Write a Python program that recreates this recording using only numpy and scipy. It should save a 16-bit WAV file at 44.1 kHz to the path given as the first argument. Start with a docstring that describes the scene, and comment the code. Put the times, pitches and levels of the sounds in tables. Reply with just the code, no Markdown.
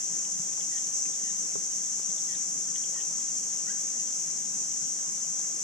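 """A dense cicada chorus fills an open forest: overlapping click trains, coloured by ribbed membranes.
Under it lie a low wash of air, microphone hiss and a sinking rumble, all filtered noise.
A tick of filtered noise and soft knocks, summed decaying body modes, come early; two microphone ports hear all.
A far ground bird repeats two clucks, a burry whistle and a cluck, from ringing snaps and a noisy tone.
Late on, another bird pipes once with two gliding tones; trunks scatter the birds and the tick."""
import sys
import numpy as np
from scipy import signal
from scipy.fft import rfft, irfft
from scipy.io import wavfile
from scipy.ndimage import uniform_filter1d

SR = 44100
rng = np.random.default_rng(int(sys.argv[2]) if len(sys.argv) > 2 else 0)


def generate_wav(sig):
    """Save sig (samples, or channels by samples) to the path in sys.argv[1] as 16-bit PCM at SR."""
    pcm = np.round(np.clip(np.atleast_2d(sig).T, -1, 1) * 32767).astype(np.int16)
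    wavfile.write(sys.argv[1], SR, pcm)


def elevation(decibels):
    """Turn decibel levels (scalar or array-like) into linear amplitude ratios."""
    levels = np.asarray(decibels, float)
    return 10 ** (levels / 20)


N = 248283  # samples


def evened(x):
    """Scales to rms 1."""
    return x / np.sqrt(np.mean(x ** 2) + 1e-20)


def smooth_twice(x, size, axis=-1):
    """Two running means of size samples."""
    return uniform_filter1d(uniform_filter1d(x, size=size, axis=axis), size=size, axis=axis)


def level_curve(rows):
    """Straight lines in dB through (s, dB) rows, at sample rate."""
    s, db = np.transpose(rows)
    return np.interp(np.arange(N) / SR, s, db)


def read(hz_points, values, hz):
    """Straight lines on a log-frequency axis."""
    return np.interp(np.log(hz + 1), np.log(np.asarray(hz_points) + 1), values)


def add(mix, s, sound, pan_db):
    """Lays a mono sound into both channels; pan_db is left minus right."""
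    part = mix[:, round(s * SR):][:, :len(sound)]
    part += elevation([[pan_db / 2], [-pan_db / 2]]) * sound[:part.shape[1]]


def resonate(x, hz, pole_width_hz):
    """A steep resonance of gain 1: shift to zero, smooth by a double pole, shift back."""
    turn = np.exp(2j * np.pi * hz * np.arange(len(x)) / SR)
    r = np.exp(-np.pi * pole_width_hz / SR)
    smooth = signal.lfilter([(1 - r) ** 2], [1, -2 * r, r ** 2], x / turn)
    return 2 * (turn * smooth).real


# Port pair. Each row: frequency in Hz, likeness 0-1, left lead in rad, left minus right in dB.
PORT_PAIR = [(30, .3, 0, 3), (90, .1, 1.6, 1.5), (200, .22, 3.1, .6), (450, .55, 3.1, 0),
             (800, .76, 3.1, 0), (1300, .6, 3.1, 0), (1650, .23, 2.6, .5), (2700, .1, 1.7, 0),
             (3100, .3, .1, -1), (3900, .42, .1, 0), (4250, .7, 0, 0), (4800, .37, .4, 2),
             (6300, .5, 1.4, 3), (7200, .45, 1.5, 3.8), (7900, .35, 1.5, .5), (8300, .25, 1.5, -2),
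             (9200, .28, 2.8, -3), (10500, .14, 2, -1), (15000, .05, 2, -1)]


def at_ports(fields, spectrum):
    """Two unrelated sound fields get their colour and reach the ports partly alike; mid rms 1."""
    hz = np.fft.rfftfreq(N, 1 / SR)
    port_hz, *columns = np.transpose(PORT_PAIR)
    alike, lead_rad, lean_db = (read(port_hz, c, hz) for c in columns)
    alike = np.clip(alike, 0, 1)
    a, b = rfft(fields, axis=1)
    right = alike * np.exp(-1j * lead_rad) * a + np.sqrt(1 - alike ** 2) * b
    lean = elevation([lean_db / 2, -lean_db / 2])
    mid = np.sqrt((lean ** 2).sum(0) + 2 * alike * np.cos(lead_rad))  # the colour is that of the mid
    colour = elevation(read(*np.transpose(spectrum), hz))
    out = irfft(np.array([a, right]) * lean * colour / mid, N, axis=1)
    return out / np.sqrt(np.mean(out.mean(0) ** 2))


# Chorus loudness. Each row: time in seconds, mid rms in dB before surges.
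CHORUS_LEVEL = [(0.0, -34), (0.12, -33), (0.53, -34), (0.61, -32.5), (0.88, -33), (0.91, -35.5),
                (0.95, -31), (1.16, -34), (1.3, -33), (5.63, -33.5)]
# Colour of all ribbed membranes together. Each row: frequency in Hz, relative density in dB.
TYMBAL_COLOUR = [(2530, -102), (4200, -58), (4400, -30.5), (4920, -22), (5800, -2), (6300, 1.5),
                 (6700, -2.5), (7150, -5), (7750, -8.5), (8200, -15.5), (8900, -20), (12500, -43),
                 (16200, -36), (22000, -120)]


def cicadas(count=110, slowest_hz=160, fastest_hz=420, jitter=.25, nearness_db=3, surge_db=0.6):
    """Every male buckles its membranes in an uneven click train; hundreds of trains overlap to a hiss."""
    fields = np.zeros((2, N))
    for field in fields:
        rates_hz = np.geomspace(slowest_hz, fastest_hz, count)
        for rate_hz, size, start in zip(rates_hz, rng.standard_normal(count), rng.random(count)):
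            gaps, side = rng.standard_normal((N // 70, 2)).T
            periods = np.cumsum(np.clip(1 + jitter * gaps, .2, 3)) - start
            at = (periods * SR / rate_hz).astype(int)
            inside = at < N
            field[at[inside]] += elevation(nearness_db * size) * np.sign(side[inside])  # ribs snap in or out
    surges = evened(smooth_twice(rng.standard_normal((2, N)), 1500))
    fields = np.array([evened(field) for field in fields]) * elevation(surge_db * surges)
    return elevation(level_curve(CHORUS_LEVEL)) * at_ports(fields, TYMBAL_COLOUR)


# Leaves and air. Each row: frequency in Hz, relative density in dB.
WASH_COLOUR = [(13, -54), (22, -34), (50, -31), (107, -31), (128, -9.5), (163, 0.5), (351, -8), (391, -9.5),
               (427, -8.5), (509, -11), (1010, -14.5), (1370, -16.5), (1530, -16), (3300, -16.5),
               (3700, -19), (4250, -19.5), (5460, -9.5), (9240, -120)]
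# Microphone hiss. Each row: frequency in Hz, relative density in dB.
HISS_COLOUR = [(9000, -8), (11500, -35), (13500, 16), (14900, -4), (15100, -17), (15200, -60)]
WASH_RMS_DB, HISS_RMS_DB = -53, -71  # of the mid


def wash(patchy_db=1.69):
    """Leaves, air and microphone hiss: filtered noise whose level drifts in time-frequency patches."""
    z = signal.stft(rng.standard_normal((2, N + 1024)), SR, nperseg=1024, noverlap=768)[2]
    patches = rng.standard_normal(z.shape[1:])
    patches = uniform_filter1d(uniform_filter1d(patches, size=8, axis=0), size=8, axis=1)
    patchy = z * elevation(patchy_db * evened(patches))
    fields = signal.istft(patchy, SR, nperseg=1024, noverlap=768)[1][:, :N]
    air = elevation(WASH_RMS_DB) * at_ports(fields, WASH_COLOUR)
    return air + elevation(HISS_RMS_DB) * at_ports(fields, HISS_COLOUR)


# Rumble colour. Each row: frequency in Hz, relative density in dB.
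RUMBLE_COLOUR = [(13, -32), (24, 4), (45, -9), (80, -6), (110, -24), (200, -80)]
# Rumble loudness. Each row: time in seconds, mid rms in dB before lumps.
RUMBLE_RMS = [(0, -76), (1.0, -82), (1.6, -78), (2.3, -83), (3.2, -88), (5.63, -92)]


def rumble(lump_db=3):
    """Lumpy low noise as the camera swings, sinking in level once it is held still."""
    lumps = evened(smooth_twice(rng.standard_normal(N), 4000))
    noise = at_ports(rng.standard_normal((2, N)), RUMBLE_COLOUR)
    return elevation(level_curve(RUMBLE_RMS) + lump_db * lumps) * noise


# Dry tick. Each row: start in seconds, direct peak in dB, left minus right in dB.
TWIG_TICKS = [(0.2506, -38, 0.0)]


def twig(decay_s=0.0014):
    """A decaying noise burst through one broad resonance makes a short tick."""
    out, t = np.zeros((2, N)), np.arange(600) / SR
    for s, db, pan_db in TWIG_TICKS:
        tick = resonate(rng.standard_normal(len(t)) * np.exp(-t / decay_s), 3100, 1700)
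        add(out, s, elevation(db) * tick / abs(tick).max(), pan_db)
    return out


# Camera-body knocks. Each row: start in seconds, left peak in dB, right peak in dB (before the low cut),
# right polarity -1 or 1, frequency in Hz that the contact favours, share of the free ring time.
BODY_KNOCKS = [(.394, -33.5, -45, 1, 139, 0.96), (.574, -51, -48, 1, 1400, 0.93),
               (1.555, -29.5, -23, -1, 430, 0.92), (1.578, -34.5, -40, -1, 190, 0.84),
               (1.9972, -36, -39, 1, 620, 0.26), (2.084, -33.5, -43, -1, 170, 1.01),
               (2.507, -49, -41, -1, 800, 0.77), (2.961, -47, -35.5, -1, 1400, .7),
               (3.184, -43, -47, 1, 990, .7)]
# Body modes. Each row: frequency in Hz, relative level in dB, free t60 in seconds.
BODY_MODES = [(174, 5, 0.067), (300, -2, 0.033), (413, 2.5, 0.055), (483, 0.7, 0.035), (572, -1.1, 0.019),
              (690, -1, 0.02), (840, -2, 0.02), (1080, 7, 0.023), (1294, 2.1, 0.022)]
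CONTACT_DB = -5.5  # one octave from the favoured pitch, growing with the square
SNAP_DB, SNAP_T60_S = -7.5, 0.015  # the first instant stirs all modes alike
LOW_CUT_HZ = 124


def knocks(rise_s=0.0022):
    """Each bump rings the same body modes; a harder contact favours higher ones, a grip damps them."""
    out, t = np.zeros((2, N)), np.arange(5000) / SR
    snap = elevation(SNAP_DB - 60 * t / SNAP_T60_S)
    for s, left_db, right_db, sign, favoured_hz, free in BODY_KNOCKS:
        ring = np.zeros(len(t))
        for hz, db, t60_s in BODY_MODES:
            contact_db = CONTACT_DB * np.log2(hz / favoured_hz) ** 2
            decay = elevation(db + contact_db - 60 * t / (free * t60_s))
            ring += (snap + decay) * np.sin(2 * np.pi * hz * t)
        ring *= 1 - np.exp(-t / rise_s)
        ring /= abs(ring).max()
        out[:, round(s * SR):][:, :len(t)] += elevation([[left_db], [right_db]]) * [[1], [np.sign(sign)]] * ring
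    low_cut = signal.butter(4, LOW_CUT_HZ, "high", fs=SR, output="sos")
    return signal.sosfilt(low_cut, out)  # the microphones cut the bass


# Clucks, two before and one after each whistle. Each row: start in seconds, direct peak in dB before pan,
# upper resonance in Hz, lower resonance in Hz, lower re upper gain in dB.
BIRD_CLUCKS = [(.531, -45, 3400, 1950, -5), (.608, -41, 3200, 1980, -2), (.782, -44, 3400, 1800, -6),
               (1.054, -45.5, 2450, 2120, 0), (1.135, -48, 3600, 2000, -6), (1.304, -46.5, 3700, 1700, -5),
               (2.099, -46, 3400, 2050, 1), (2.180, -44, 3400, 2000, -7), (2.349, -42.5, 3590, 1650, -2),
               (2.757, -39, 3170, 1950, -3), (2.838, -42, 3200, 2000, -12), (3.007, -42, 3120, 1780, -7)]
# Whistles. Each row: start in seconds, tone level in dB, hoarse band centre in Hz, left minus right in dB.
BIRD_WHISTLES = [(.712, -58, 3180, -8), (1.236, -63, 3000, 14), (2.281, -60.5, 3220, 13),
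                 (2.937, -60, 3100, -13)]
UPPER_POLE_WIDTH_HZ, LOWER_POLE_WIDTH_HZ, HOARSE_POLE_WIDTH_HZ = 510, 300, 440
WHISTLE_HZ, WHISTLE_LENGTH_S = 1842, 0.0726
SCOOP_HZ, SETTLE_S = 165, .026  # starts sharp, settles on the held pitch
SWELL_DB, SWELL_S, ATTACK_S, RELEASE_S = -3, .045, .0036, .004
HOARSE_DB, HOARSE_SWELL_DB = -3.5, -5  # at mid-length; change from end to start


def ground_bird(decay_s=0.0055, rasp=0.38):
    """Cluck snaps ring two throat resonances; the whistle is a burry tone with a hoarse band above."""
    out, t, u = np.zeros((2, N)), np.arange(2000) / SR, np.arange(0, WHISTLE_LENGTH_S, 1 / SR)
    hz = WHISTLE_HZ + SCOOP_HZ * np.exp(-u / SETTLE_S)
    soft = np.clip(np.minimum(u / ATTACK_S, (WHISTLE_LENGTH_S - u) / RELEASE_S), 0, 1)
    swell = elevation(SWELL_DB * np.maximum(1 - u / SWELL_S, 0))
    growing = elevation(HOARSE_DB + HOARSE_SWELL_DB * (0.5 - u / WHISTLE_LENGTH_S))
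    starts, *_, pans_db = np.transpose(BIRD_WHISTLES)
    for s, db, upper_hz, lower_hz, lower_db in BIRD_CLUCKS:
        snap = rasp * rng.standard_normal(len(t)) * (np.exp(-t / decay_s) + 0.13 * np.exp(-t / 0.03))
        snap[0] = 4
        upper = resonate(snap, upper_hz, UPPER_POLE_WIDTH_HZ)
        cluck = upper + elevation(lower_db) * resonate(snap, lower_hz, LOWER_POLE_WIDTH_HZ)
        pan_db = pans_db[abs(starts - s).argmin()]  # that of the nearest whistle
        add(out, s, elevation(db) * cluck / abs(cluck).max(), pan_db)
    for s, db, hoarse_hz, pan_db in BIRD_WHISTLES:
        flutter = evened(uniform_filter1d(rng.standard_normal(4410), size=110))[:len(u)]
        waver = 1 + 0.4 * flutter  # from far leaves
        tone = np.sqrt(2) * waver * np.sin(2 * np.pi * np.cumsum(hz) / SR)
        hoarse = evened(resonate(rng.standard_normal(len(u)), hoarse_hz, HOARSE_POLE_WIDTH_HZ))
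        add(out, s, elevation(db) * soft * (swell * tone + growing * hoarse), pan_db)
    return out


# Lower voice of one syrinx. Each row: time in seconds, pitch in Hz, tone level in dB.
LOW_VOICE = [(3.648, 1240, -66), (3.668, 1360, -60), (3.686, 1450, -60), (3.697, 1530, -53),
             (3.709, 1620, -51), (3.722, 1680, -59), (3.735, 1678, -56.5), (3.756, 1600, -62),
             (3.766, 1570, -68), (3.776, 1510, -60), (3.786, 1460, -68)]
# Upper voice. Each row: time in seconds, pitch in Hz, tone level in dB.
HIGH_VOICE = [(3.664, 1740, -64), (3.676, 1850, -59), (3.687, 1935, -53), (3.697, 2000, -58),
              (3.703, 2030, -72)]
LOW_PAN_DB, HIGH_PAN_DB = -3, 2.1  # left minus right
OCTAVE_DB, TWELFTH_DB, BURR_DEPTH = -9, -12, .3  # overtones re the tone


def piping_bird():
    """Two gliding, slightly burry tones; the lower one carries overtones while it rises."""
    out = np.zeros((2, N))
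    for rows, rich, pan_db in ((LOW_VOICE, 1, LOW_PAN_DB), (HIGH_VOICE, 0, HIGH_PAN_DB)):
        s, *columns = np.transpose(rows)
        t = np.arange(s[0], s[-1], 1 / SR)
        hz, db = (np.interp(t, s, c) for c in columns)
        soft = signal.windows.tukey(len(t), .15)
        phase = 2 * np.pi * np.cumsum(hz) / SR
        rising = rich * uniform_filter1d(1. * (np.gradient(hz) > 0), size=600)
        flutter = evened(uniform_filter1d(rng.standard_normal(8820), size=120))[:len(hz)]
        burr = 1 + BURR_DEPTH * flutter
        overtones = elevation(OCTAVE_DB) * np.sin(2 * phase) + elevation(TWELFTH_DB) * np.sin(3 * phase)
        voice = np.sin(phase) + rising * overtones
        add(out, s[0], np.sqrt(2) * soft * elevation(db) * burr * voice, pan_db)
    return out


def trunks(t60_s, wet_db):
    """Direct sound, then scattering from trunks: sparse taps of random sign, other ones per channel."""
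    slots = np.arange(220, SR // 2 - 20, 20)
    shape = (2, len(slots))
    taps = np.zeros((2, SR // 2))
    np.put_along_axis(taps, slots + rng.integers(0, 20, shape), rng.choice([-1., 1.], shape), axis=1)
    taps *= elevation(-60 / t60_s * np.arange(SR // 2) / SR)
    taps *= elevation(wet_db) / np.linalg.norm(taps[0])
    taps[:, 0] = 1
    return taps


def scene():
    """Birds and twig scatter among the trunks; chorus, wash, rumble and knocks join them."""
    far = twig() + ground_bird() + piping_bird()
    far = signal.fftconvolve(far, trunks(t60_s=0.26, wet_db=-9), axes=1)[:, :N]
    return cicadas() + wash() + rumble() + knocks() + far


def low_pass(x):
    """Removes everything above the highest recorded frequency."""
    return signal.sosfilt(signal.butter(12, 15500, fs=SR, output="sos"), x)


def record(dry):
    """A steep linear-phase low-pass limits the band."""
    edge = signal.firwin(801, 15120, window=("kaiser", 9), fs=SR)  # Hz
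    return low_pass(signal.oaconvolve(dry, edge[None], "same"))


dry = scene()
out = record(dry)
generate_wav(out)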